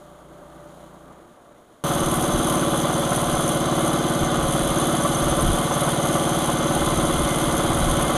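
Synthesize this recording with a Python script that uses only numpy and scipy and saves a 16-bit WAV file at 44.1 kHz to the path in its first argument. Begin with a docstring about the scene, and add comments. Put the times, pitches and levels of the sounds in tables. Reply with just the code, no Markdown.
"""A single-cylinder four-stroke petrol engine drives a portable band sawmill in a fenced yard.
At first it is faint, at full throttle: crank hum, a rough roar and the hiss of the blade, until the throttle closes.
Then, abruptly, it is loud and idling: tones locked to the firing rate make exhaust thuds and singing guards;
shaped noise makes the roar of the guards, ringing covers, fan air, valve ticks, a buzz and the blade's swish.
Puffs of wind buffet the microphone as low, lumpy noise."""
import sys
import numpy as np
from scipy import signal
from scipy.fft import rfft, irfft, next_fast_len
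from scipy.io import wavfile

SR = 44100
rng = np.random.default_rng(int(sys.argv[2]) if len(sys.argv) > 2 else 0)


def unload_audio(sound):
    """Save the sound as a 16-bit wav file, at the path given as the first command line argument."""
    columns = np.transpose(np.atleast_2d(sound))
    # keep every value between -1 and 1, then stretch to whole-number steps
    steps = np.round(np.clip(columns, -1, 1) * 32767)
    wavfile.write(sys.argv[1], SR, steps.astype(np.int16))


N = 360285
TIME = np.arange(N) / SR  # seconds

# crank hum under load: [firing_multiple, level_db]
HUM_ORDERS = [(1, -15), (2, -1), (4, -13), (5, 0), (6, 0), (8, -8), (11, -1.5), (12, -6), (20, -4.5)]
# broad colour of the roar under load: [pitch_hz, level_db]
ROAR_COLOUR = [(25, -11), (100, -10.5), (170, -5), (340, -2.5), (425, -7), (560, -4.5), (850, -9),
               (1300, -10), (1700, -19), (2400, -29), (5000, -50)]
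# resonances that stand out of the roar: [pitch_hz, width_hz, boost_db]
ROAR_MODES = [(326, 20, 4), (588, 22, 8), (720, 60, 3), (1170, 50, 5), (2070, 70, 5)]
# colour of the blade's hiss in the cut: [pitch_hz, level_db]
HISS_COLOUR = [(1500, 3.5), (2650, -5), (3100, 3.5), (3800, 1), (5000, -9), (5650, -7.5), (6800, 1),
               (7600, -7), (9000, -2), (10400, -0.5), (12000, -12), (14000, -7), (15300, -18)]
# level of that hiss: [time_s, level_db]
HISS_LEVEL = [(0, -57), (.25, -59.5), (.8, -57), (1.15, -60.5), (1.5, -62.5)]
# idle speed: [time_s, firings_per_s]
IDLE_SPEED = [(1.84, 18.17), (2.41, 18.215), (3.06, 18.085), (4.02, 18.244), (4.67, 18.009), (5.2, 18.153),
              (6.02, 18.023), (7.42, 18.114), (8.17, 17.895)]
# exhaust tones, thud below and bark above: [firing_multiple, level_db_rms]
EXHAUST_TONES = [(1, -65.2), (2, -49.6), (3, -44.7), (4, -48.6), (5, -44), (6, -47.1), (7, -36.8),
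                 (8, -33.1), (9, -34.5), (10, -35.5), (11, -39.8), (12, -49.0), (13, -35.8), (14, -42.0),
                 (15, -41.6), (16, -43.0), (17, -36.1), (18, -35.5), (19, -40.3), (20, -36.9)]
# gain on the muffler's bark: [time_s, gain_db]
BARK_LEVEL = [(1.85, 1), (2.35, 3.5), (3.1, -1.5), (3.6, 2.5), (5.9, 0.5), (6.5, 2), (6.9, 1.5),
              (8.17, 1.5)]
# broad colour of muffler and guards: [pitch_hz, level_db]
GUARD_COLOUR = [(40, -24), (130, -3.5), (290, -3.5), (395, -7.5), (480, -5.5), (720, -4), (920, -6.5),
                (1250, -4.5), (1480, -6.5), (1620, -15), (2400, -24.5), (3000, -23.5), (6000, -36.5)]
# resonances of muffler and guards: [pitch_hz, width_hz, boost_db]
GUARD_MODES = [(225, 25, 1), (327, 12, 5), (358, 12, 5), (450, 18, 3), (552, 24, 5), (590, 22, 5),
               (636, 14, 3), (692, 30, 4), (740, 24, 5), (822, 16, 5), (1037, 14, 9), (1144, 18, 6),
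               (1175, 16, 5), (1300, 25, 3), (1490, 20, 3)]
# tones that the guards pick out of the firing rate: [firing_multiple, level_db_rms before TONES_DB]
PANEL_TONES = [(24, -48), (25, -44), (26, -52), (28, -51), (29, -51), (30, -39.5), (31, -39), (32, -37.5),
               (33, -47), (35, -48), (37, -48), (38, -47), (39, -45), (40, -47), (41, -43), (43, -49),
               (44, -51), (46, -50), (57, -45), (60, -52), (63, -44), (65, -47), (68, -48), (73, -52),
               (79, -52), (82, -52)]
# ring of the thin sheet-metal covers: [pitch_hz, width_hz, level_db]
COVER_RING = [(1814, 17, -3), (2032, 27, 3), (2112, 21, 5.5), (2244, 16, -6), (2465, 9, -3)]
# broad colour of the cooling fan and its shroud: [pitch_hz, level_db]
FAN_COLOUR = [(1500, -4), (2650, -13.5), (3000, -1), (3500, -2.5), (3750, -5.5), (4500, -9), (5100, -14.5),
              (5600, -31), (6500, -6.5), (7650, -11.5), (8400, -12.5), (11300, -9), (11900, -57),
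              (15300, -49)]
# resonances of the fan shroud: [pitch_hz, width_hz, boost_db]
SHROUD_MODES = [(3186, 140, 5.8), (3454, 34, 10.3), (3620, 62, 1.4), (3920, 32, 10)]
# valve contacts, also the rattle in the shroud: [moment_cycle_share, level_db]
VALVE_TICKS = [(0.219, 6), (0.493, 6), (.75, 7.5), (0.958, -11)]
# ring of the valve gear: [pitch_hz, width_hz, level_db]
VALVE_MODES = [(3300, 400, -6), (6800, 600, -10), (8770, 50, -5), (9035, 130, 1), (9200, 160, -3),
               (9360, 220, -2), (9800, 500, -13), (10115, 45, 4), (10240, 70, -5), (10480, 200, -1),
               (10700, 160, -4), (11050, 250, -6), (11280, 130, -7)]
# treble slope of the valve gear: [pitch_hz, level_db]
VALVE_TREBLE = [(11300, 0), (11800, -7.5), (15000, -7)]
# lulls in which the clatter eases: [middle_s, depth_db, half_length_s]
CLATTER_LULLS = [(1.86, 2.3, .12), (2.86, 5.1, 0.051), (3.67, 5.5, .1), (4.0, 3.7, 0.12), (4.3, 5.3, 0.16),
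                 (6.62, 3.5, 0.1)]
# knocks on the loose part: [moment_cycle_share, level_db]
BUZZ_KNOCKS = [(.02, -2), (.26, -1), (.51, 0), (.76, 0)]
# ring of the loose part: [pitch_hz, width_hz, level_db]
BUZZ_MODES = [(6165, 50, 0), (6290, 110, -3)]
# colour of the coasting blade's swish: [pitch_hz, level_db]
SWISH_SPECTRUM = [(3000, -30), (9000, -1), (12000, -12), (13200, 6), (14200, -2), (15300, -11)]
# puffs of wind on the microphone: [middle_s, peak_db, half_length_s]
WIND_PUFFS = [(2.1, -38, .12), (2.358, -27.5, 0.062), (3.34, -38, .08), (4.23, -22, 0.02),
              (4.446, -26.5, .06), (4.634, -31, .07), (5.282, -30, 0.084), (5.486, -22, 0.082),
              (7.05, -28.5, 0.27), (7.88, -24.5, 0.3)]
# colour of the wind: [pitch_hz, level_db]
WIND_COLOUR = [(10, -15), (24, 0), (48, -1), (90, -6.5), (180, -14.5), (400, -33), (1000, -60)]

# full throttle: firing rate, the moment the throttle closes, and the slowing after it
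SAW_RATE_HZ, THROTTLE_OFF_S, SLOWING_HZ_PER_S = 29.35, 1.12, 4.1
# levels under load, and how fast they fall once the throttle closes
ROAR_DB, ROAR_FALL_DB_PER_S = -48, 6.5
HUM_DB, HUM_FALL_DB_PER_S = -50.5, 55
# start of the loud idle, and the moment its firing cycle starts from
LOUD_FROM_S, FIRST_THUD_S = 1.838, 1.8518
# thud and bark: lag after the firing (share of a cycle), and smear by echoes from the fence (radians)
THUD_LAG, THUD_SMEAR = .008, .42
BARK_LAG, BARK_SMEAR = .08, 1.2
# levels as the idle begins, and how fast they creep up
GUARD_DB, GUARD_RISE_DB_PER_S = -26.5, 0.1043
FAN_DB, FAN_RISE_DB_PER_S = -34.5, 0.25
SHEET_DB, SHEET_RISE_DB_PER_S = -49, 1.2
# gain on the panel tones; level of the buzz, of the clatter outside its lulls, and of the light breeze
TONES_DB, BUZZ_DB, CLATTER_DB, BREEZE_DB = 1.0, -41.5, -33.5, -49
# the coasting blade: one lap, first brush of its guides, starting level of the swish and its fading
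LAP_S, FIRST_BRUSH_S, SWISH_DB, SWISH_FADE_DB_PER_S = 0.3285, 1.858, -46, 6
# swing of swish and clatter with each lap; the clatter's swing dies away over LAP_SETTLE_S
LAP_SWISH_DB, LAP_CLATTER_DB, LAP_SETTLE_S = 4.0, 1.5, 3.5
CUTOFF_HZ = 15400


def from_db(db):
    """Decibels to gain."""
    return 10 ** (np.asarray(db) / 20)


def rms_one(x):
    """Scale to unit rms."""
    return x / np.sqrt(np.mean(x ** 2) + 1e-20)


def in_time(rows):
    """Read the second column of a timed curve at every sample."""
    time_s, value = np.transpose(rows)
    return np.interp(TIME, time_s, value)


def white():
    """Fresh white noise."""
    return rng.standard_normal(N)


def drift(rate):
    """Smooth chance with unit rms, changing about rate times a second."""
    return rms_one(np.interp(TIME, np.arange(4096) / rate, rng.standard_normal(4096)))


def swell(at, half_length):
    """A smooth rise and fall around one moment; top 1."""
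    return np.exp(-((TIME - at) / half_length) ** 2)


def colour(x, spectrum):
    """Give a sound a broad tone colour; unit rms."""
    hz, db = np.transpose(spectrum)
    size = next_fast_len(N + 8192)
    bins = np.fft.rfftfreq(size, 1 / SR) + 1e-3
    gain = from_db(np.interp(np.log(bins), np.log(hz), db))
    return rms_one(irfft(rfft(x, size) * gain, size)[:N])


def resonate(x, hz, width):
    """One damped resonance with about unit gain at its peak."""
    r = np.exp(-np.pi * width / SR)
    top = np.array([1, 0, -1]) * (1 - r * r) / 2
    bottom = [1, -2 * r * np.cos(2 * np.pi * hz / SR), r * r]
    return signal.lfilter(top, bottom, x + 1e-18)


def ring(x, modes):
    """Only the resonances sound; unit rms."""
    return rms_one(sum(from_db(db) * resonate(x, hz, width) for hz, width, db in modes))


def boost(x, modes):
    """The resonances stand out of the sound that passes; unit rms."""
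    for hz, width, db in modes:
        x = x + (from_db(db) - 1) * resonate(x, hz, width)
    return rms_one(x)


def after_firing(cycle, delay, decay):
    """A swell after each firing that rises fast and dies away; delay and decay are shares of a cycle."""
    age = (cycle - delay) % 1 / decay
    return age * np.exp(1 - age)


def repeating(cycle, first, count):
    """Vibration that comes back alike in every cycle, smeared by echoes from the fence."""
    grid = np.linspace(0, 1, 2049)
    orders = np.arange(first, count)[:, None]
    shape = np.cos(2 * np.pi * (orders * grid + rng.random(orders.shape))).sum(0)
    return rms_one(np.interp(cycle % 1, grid, shape))


def contacts(cycle, moments, scatter, spread_db, decay_s):
    """Metal parts meet at set moments of each cycle; every contact is a chatter that builds fast and dies."""
    hits, numbers = np.zeros(N), np.arange(-1, 120)
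    for moment, db in moments:
        chance = rng.standard_normal((len(numbers), 2))
        when = numbers + moment + scatter * chance[:, 0]
        at = np.interp(when, cycle, np.arange(N)).astype(int)
        hits[at] = from_db(db + spread_db * np.clip(chance[:, 1], -2, 2))
    for seconds in (.0006, decay_s):
        hits = signal.lfilter([1], [1, -np.exp(-1 / (seconds * SR))], hits + 1e-18)
    return rms_one(white() * hits)


def crank_hum(cycle, waver_db=0.27):
    """The loaded crank hums at multiples of the firing rate; higher tones waver more."""
    hum = 0
    for k, db in HUM_ORDERS:
        gain = from_db(db + waver_db * k * drift(15.9))
        hum = hum + gain * np.cos(2 * np.pi * (k * cycle + rng.random()))
    return rms_one(hum)


def loaded_roar(cycle, load):
    """Noise swelling with each firing and a repeating vibration shake the machine's resonances."""
    shake = 0.22 * load * repeating(cycle, first=7, count=56) + white()
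    shake = shake * (1 + 0.15 * after_firing(cycle, delay=0, decay=0.33))
    return boost(colour(shake * from_db(1.0 * drift(25.3)), ROAR_COLOUR), ROAR_MODES)


def blade_hiss():
    """The blade in the cut hisses as finely flickering noise."""
    return from_db(in_time(HISS_LEVEL)) * colour(white() * from_db(1.0 * drift(170)), HISS_COLOUR)


def sawing(hunting_hz=0.195):
    """Full throttle with a hunting speed; then the throttle closes, the engine slows and its tones fade."""
    closed_s = np.maximum(TIME - THROTTLE_OFF_S, 0)
    rate_hz = SAW_RATE_HZ + hunting_hz * drift(5) - SLOWING_HZ_PER_S * closed_s
    cycle = np.cumsum(rate_hz) / SR + .006 * drift(20)
    load = from_db(-HUM_FALL_DB_PER_S * closed_s)
    hum = from_db(HUM_DB) * load * crank_hum(cycle)
    roar = from_db(ROAR_DB - ROAR_FALL_DB_PER_S * closed_s) * loaded_roar(cycle, load)
    return hum + roar + blade_hiss()


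def since_idle():
    """Seconds since the idle began."""
    return np.maximum(TIME - LOUD_FROM_S, 0)


def exhaust(cycle, uneven_db=0.1, bark_uneven_db=1.0):
    """One low thud a firing; the muffler answers milliseconds later with a higher, ringing bark."""
    bark_gain = from_db(in_time(BARK_LEVEL) + bark_uneven_db * drift(18))
    sound = 0
    for k, db in EXHAUST_TONES:
        if k > 12:
            lag, smear, gain = BARK_LAG, BARK_SMEAR, bark_gain
        else:
            lag, smear, gain = THUD_LAG, THUD_SMEAR, 1
        phase = 2 * np.pi * k * (cycle - lag) + smear * rng.standard_normal()
        sound = sound - np.sqrt(2) * from_db(db) * gain * np.cos(phase)
    return sound * from_db(uneven_db * drift(21))


def guards(cycle, puff=0.56, puff_uneven_db=5.0):
    """A short uneven puff at each firing, then muffler and guards shake in a rough, trailing roar."""
    gas = puff * after_firing(cycle, delay=-.02, decay=.07) * from_db(puff_uneven_db * drift(20))
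    trail = .4 * after_firing(cycle, delay=.04, decay=.2) * from_db(2 * drift(18))
    shake = white() * (1 + trail + gas)
    return boost(colour(shake * from_db(0.92 * drift(90)), GUARD_COLOUR), GUARD_MODES)


def guard_tones(cycle, waver_db=2.5, wander=0.084):
    """The panels sing at multiples of the firing rate, each tone wavering by itself (wander in turns)."""
    tones = 0
    for k, db in PANEL_TONES:
        turn = k * cycle + rng.random() + wander * drift(10)
        tones = tones + np.sqrt(2) * from_db(db + waver_db * drift(14)) * np.cos(2 * np.pi * turn)
    return tones


def sheet_metal(cycle):
    """Noise keeps thin covers ringing, most strongly in mid-cycle."""
    return ring(white() * (1 + 0.25 * after_firing(cycle, delay=0.26, decay=0.25)), COVER_RING)


def fan(cycle, rattle=0.46):
    """Air flutters four times a crank turn in the shroud, with fine rattle at the valve moments."""
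    air = white() * (1 + .2 * np.cos(16 * np.pi * cycle))  # two crank turns a cycle
    ticks = contacts(cycle, VALVE_TICKS, scatter=.02, spread_db=3.0, decay_s=.007)
    return boost(colour(air + rattle * ticks, FAN_COLOUR), SHROUD_MODES)


def valves(cycle, chatter_db=2.5):
    """Tappets and valve seats tick in every cycle, over a fine chatter."""
    ticks = contacts(cycle, VALVE_TICKS, scatter=.01, spread_db=2.5, decay_s=.007)
    chatter = rms_one(white() * from_db(chatter_db * drift(300)))
    return colour(ring(ticks + .9 * chatter, VALVE_MODES), VALVE_TREBLE)


def lap():
    """Swings between -1 and 1 with every lap of the blade."""
    return np.cos(2 * np.pi * (TIME - FIRST_BRUSH_S) / LAP_S)


def clatter_level():
    """Valve clatter in dB: steady but for lulls, with a pulse at each blade lap that dies away."""
    lulls = sum(depth_db * swell(s, half_length) for s, depth_db, half_length in CLATTER_LULLS)
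    return CLATTER_DB - lulls + LAP_CLATTER_DB * lap() * swell(LOUD_FROM_S, LAP_SETTLE_S)


def buzz(cycle):
    """A loose part is knocked twice a crank turn and rings high."""
    return ring(contacts(cycle, BUZZ_KNOCKS, scatter=.03, spread_db=2.5, decay_s=.009), BUZZ_MODES)


def blade_swish():
    """A thin swish of noise returns with every lap and fades as the blade coasts."""
    level_db = SWISH_DB - SWISH_FADE_DB_PER_S * since_idle() + LAP_SWISH_DB * lap()
    return from_db(level_db) * colour(white(), SWISH_SPECTRUM)


def idling():
    """The engine ticks over; the crank's speed wavers slightly from stroke to stroke."""
    cycle = np.cumsum(in_time(IDLE_SPEED)) / SR
    cycle = cycle - np.interp(FIRST_THUD_S, TIME, cycle) + .002 * drift(25)
    age = since_idle()
    low = exhaust(cycle) + from_db(TONES_DB) * guard_tones(cycle)
    low = low + from_db(GUARD_DB + GUARD_RISE_DB_PER_S * age) * guards(cycle)
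    middle = from_db(SHEET_DB + SHEET_RISE_DB_PER_S * age) * sheet_metal(cycle)
    middle = middle + from_db(FAN_DB + FAN_RISE_DB_PER_S * age) * fan(cycle)
    high = from_db(clatter_level()) * valves(cycle) + from_db(BUZZ_DB) * buzz(cycle) + blade_swish()
    return low + middle + high


def wind():
    """Lumpy low buffeting on the microphone: puffs over a light breeze."""
    puffs = sum(from_db(db) * swell(s, half_length) for s, db, half_length in WIND_PUFFS)
    return (from_db(BREEZE_DB) + puffs) * colour(white() * from_db(1.5 * drift(25)), WIND_COLOUR)


def scene():
    """The faint sawing gives way at once to the loud idle and the wind."""
    loud = np.clip((TIME - LOUD_FROM_S) / .001, 0, 1)  # a crossfade of one millisecond
    return ((1 - loud) * sawing() + loud * (idling() + wind()))[None]


def record(dry):
    """The top is cut steeply above CUTOFF_HZ."""
    return signal.sosfilt(signal.ellip(12, .1, 90, CUTOFF_HZ, fs=SR, output="sos"), dry)


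dry = scene()
out = record(dry)
unload_audio(out)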